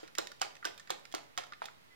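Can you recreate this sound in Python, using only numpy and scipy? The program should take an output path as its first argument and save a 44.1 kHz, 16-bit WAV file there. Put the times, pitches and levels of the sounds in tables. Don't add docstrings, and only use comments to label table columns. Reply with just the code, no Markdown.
import sys
import numpy as np
from scipy import signal
from scipy.fft import rfft, irfft
from scipy.io import wavfile

SR = 44100
rng = np.random.default_rng(int(sys.argv[2]) if len(sys.argv) > 2 else 0)


def output_pcm(signal):
    pcm = np.clip(np.atleast_2d(signal).T, -1, 1) * 32767
    wavfile.write(sys.argv[1], SR, np.round(pcm).astype(np.int16))


def ratio_of_db(decibels):
    return 10 ** (np.asarray(decibels, float) / 20)


N = 85995
LEAD = 4410

# start_s, level_db, knock_hz, crack_re_knock_db, contact_ms
SLAMS = [(-.06, -23.5, 970, 2, 2.5), (0.031, -30.5, 457, -39, 6.3), (.178, -33, 1400, -14, 4.1),
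         (0.1834, -20.5, 1157, 3.5, 3.5), (.185, -22, 406, -31, 8.8), (0.4116, -33.5, 1110, -2, 11),
         (0.4158, -17.5, 814, 0.5, 1.5), (0.4237, -22.5, 1430, -32, 3), (0.645, -28, 1280, -7, 4.3),
         (0.652, -21, 1200, 1, 3.5), (.655, -27.5, 374, -31, 18), (.906, -30, 336, -25, 13),
         (0.896, -34.5, 1430, -6, 7.7), (.904, -21.5, 774, 1.5, 1.4), (0.9098, -49, 1480, -30, 3),
         (1.14, -23.5, 820, -9, 1.2), (1.141, -26.5, 405, -13, 15), (1.1484, -28, 1400, 4, 0.81),
         (1.368, -62, 1800, 12, 2.3), (1.3764, -23, 1760, 1, 0.99), (1.382, -22.5, 754, -5.5, 6.7),
         (1.619, -23, 837, -16, 0.41)]


def table(hz, rows):
    rows = np.array(rows, float)
    return np.interp(np.log(np.maximum(hz, 1)), np.log(rows[:, 0]), rows[:, 1])


def shape(x, gain):
    n = x.shape[-1]
    return irfft(rfft(x) * gain(np.arange(n // 2 + 1) * SR / n), n)


def unit(x):
    return x / np.sqrt(np.mean(x ** 2))


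def unit_energy(x):
    return x / np.linalg.norm(x)


def timeline_s():
    return (np.arange(N + LEAD) - LEAD) / SR


def impacts(rows):
    # mode_hz, t60_s
    bottle_modes = [(335, 0.045), (430, 0.035), (530, 0.034), (690, 0.028), (800, 0.019), (965, 0.012),
                    (1240, 0.025), (1400, 0.025), (1555, 0.013), (1790, 0.021), (1930, 0.02), (2150, 0.014),
                    (2500, 0.023), (3140, 0.0059)]
    # freq_hz, gain_db
    crack_spectrum = [(700, 2), (1500, -36), (2800, 5.5), (4000, 4), (5200, 7), (7000, 3), (10000, -10.5),
                      (15000, -4.5)]
    size, crack_delay = 4096, 16
    grain_db, rattle_db, rattle_ms, click_db = 2, 6, 3.3, 23
    knock_width_oct, mode_scatter_db, mode_detune, blow_db = 0.45, 1.5, 0.032, 7
    hit_db, crack_top_hz = -4.5, 9700

    t = np.arange(size) / SR
    mode_hz, t60_s = np.array(bottle_modes).T
    rattle = ratio_of_db(rattle_db) * np.exp(-1000 * t / rattle_ms)
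    out = np.zeros((2, N + LEAD + size))
    for start_s, level_db, knock_hz, crack_db, contact_ms in rows:
        contact_ms = max(contact_ms, 0.2)
        spikiness = ratio_of_db(grain_db * rng.exponential(size=size))
        grains = rng.standard_normal(size) * spikiness
        spray = grains * (np.exp(-1000 * t / contact_ms) + rattle)

        scatter, detune = rng.standard_normal((2, len(mode_hz)))
        octaves_off = np.log2(mode_hz / knock_hz) / knock_width_oct
        mode_gain = ratio_of_db(mode_scatter_db * scatter - 6 * octaves_off ** 2)
        ringing = np.sin(2 * np.pi * np.outer(mode_hz * (1 + mode_detune * detune), t))
        ringing *= 1000. ** -np.outer(1 / t60_s, t)
        body = mode_gain / mode_hz @ ringing
        body = np.diff(body * (1 - np.exp(-t * knock_hz * 1.6)), prepend=0)
        sprayed = unit_energy(signal.fftconvolve(spray, body)[:size])
        knock = sprayed + ratio_of_db(blow_db) * unit_energy(body) / contact_ms

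        def crack_gain(f):
            delayed = ratio_of_db(table(f, crack_spectrum)) * np.exp(-2j * np.pi * f * crack_delay / SR)
            return delayed / np.hypot(1, (f / crack_top_hz / ratio_of_db(crack_db)) ** 2)

        crack = shape(spray + ratio_of_db(click_db) * (t == 0) / contact_ms, crack_gain)
        pair = np.array([unit_energy(knock), ratio_of_db(crack_db) * unit_energy(crack)])
        i = int(start_s * SR) + LEAD
        out[:, i:i + size] += ratio_of_db(level_db + hit_db) * 8 * pair
    return out[:, :N + LEAD]


def bubbles(level_db, decay_s, centre_hz, pops_per_s):
    t = timeline_s()
    envelope = np.zeros(len(t))
    for start_s, slam_db, *_ in SLAMS:
        envelope += ratio_of_db(slam_db) * (t > start_s) * np.exp(-np.abs(t - start_s) / decay_s)
    pops = (rng.random(len(t)) < pops_per_s / SR) * rng.standard_normal(len(t))
    band = shape(pops, lambda f: 1 / (1 + 0.8j * (f / centre_hz - centre_hz / (f + 1))) ** 2)
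    return ratio_of_db(level_db) * envelope * unit(band)


def froth():
    return bubbles(level_db=-24, decay_s=0.024, centre_hz=2200, pops_per_s=2300)


def slosh():
    return bubbles(level_db=-25, decay_s=0.03, centre_hz=602, pops_per_s=900)


def room(x):
    # freq_hz, t60_s
    decay = [(250, 0.5), (1000, 0.41), (4000, 0.34), (12000, 0.32)]
    level_db, first_echo_ms, top_hz = -14.5, 0.83, 8100
    mid_cut_hz = 693
    t = np.arange(SR // 2) / SR
    onset = np.clip((1000 * t - first_echo_ms) / 3, 0, 1)
    tail = np.zeros((2, len(t)))
    for hz in 125 * 2. ** np.arange(8):
        noise = rng.standard_normal((2, len(t)))
        band = shape(noise, lambda f: np.exp(-2 * np.log2((f + 1) / hz) ** 2) / (1 + f / top_hz))
        tail += band * onset * 1000. ** (-t / table(hz, decay))
    tail /= np.linalg.norm(tail[1])
    mid, side = signal.fftconvolve(x[None], tail, axes=1)[:, :len(x)]
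    mid = shape(mid, lambda f: f / np.hypot(f, mid_cut_hz))
    return ratio_of_db(level_db) * np.array([mid, side])


def hum():
    # freq_hz, density_db (per Hz)
    mid_spectrum = [(25, -26), (50, -7.5), (110, 3.5), (250, -2), (700, -8), (2000, -5), (4500, -12.5),
                    (8000, -19), (15000, -20)]
    side_spectrum = [(25, -44), (50, -24), (110, 0), (250, -6), (700, -7), (2000, -10), (4500, -17),
                     (8000, -27), (15000, -32)]

    def noise(level_db, rows):
        white = rng.standard_normal(N)
        return ratio_of_db(level_db) * unit(shape(white, lambda f: ratio_of_db(table(f, rows)) * (f < 16500)))

    return np.array([noise(-68.5, mid_spectrum), noise(-63, side_spectrum)])


def ticks():
    # start_s, level_db, knock_hz, crack_re_knock_db, contact_ms
    lumps = [(.077, -45, 1900, 1, 1.1), (.082, -45, 1560, -5.5, 3.9), (.152, -36, 2160, 2.5, 1),
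             (.2715, -34, 2450, 3, 0.86), (.317, -36.5, 1600, 0, 2.7), (.397, -52, 2770, 3, 1.6),
             (.553, -44.5, 2460, 0.5, 1.2), (.567, -42.5, 2400, -3.5, 2), (.627, -32, 1286, -15, 3.5),
             (.777, -42.5, 2200, 4, 9), (.797, -37.5, 1500, 0, 7.8), (.873, -41.5, 1900, -3, 9),
             (1.053, -39, 1720, 1, 1.4), (1.116, -47.5, 2780, 2, 13), (1.1245, -42, 2920, 5.5, 1.4),
             (1.436, -36, 1330, -4, 4.8), (1.5225, -30.5, 1100, -8.5, 1.7), (1.535, -34.5, 2200, -8.5, 1),
             (1.642, -33, 840, -8, 1.3), (1.656, -35.5, 2740, 4.5, 3), (1.685, -35, 1460, -28, 0.42)]
    return impacts(lumps)


def squeak():
    start_s, rise_s, centre_hz, width_hz, level_db = 1.895, 0.015, 2020, 15, -68
    t = timeline_s()
    noise = rng.standard_normal(len(t))
    tone = shape(noise, lambda f: 1 / (1 + ((f - centre_hz) / width_hz) ** 2))
    return ratio_of_db(level_db) * unit(tone) * np.clip((t - start_s) / rise_s, 0, 1)


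def ports(direct):
    # freq_hz, gain_db
    left_shading = [(300, -2), (800, -1), (1500, -2), (2500, -9), (5000, -11), (10000, -6)]
    lag_s, near_db = 0.155e-3, 0.5
    left = shape(direct, lambda f: -ratio_of_db(table(f, left_shading)) * np.exp(-2j * np.pi * f * lag_s))
    return ratio_of_db(near_db) * np.array([left, direct])[:, LEAD:]


def scene():
    knock_to_room_db, pan_db = -5, 1.6
    knock, crack = impacts(SLAMS) + ticks()
    rest = crack + froth() + slosh() + squeak()
    mid, side = room(rest + ratio_of_db(knock_to_room_db) * knock)[:, LEAD:] + hum()
    diffuse = np.array([(mid + side) / ratio_of_db(pan_db), (mid - side) * ratio_of_db(pan_db)])
    return ports(knock + rest) + diffuse


def top_cut(x):
    return signal.sosfilt(signal.butter(12, 16530, fs=SR, output="sos"), x)


def record(dry):
    top_hz, dc_offset = 15700, -0.0003
    mix = shape(dry, lambda f: 1 / np.sqrt(1 + (f / top_hz) ** 60)) + dc_offset
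    return top_cut(mix)


dry = scene()
out = record(dry)
output_pcm(out)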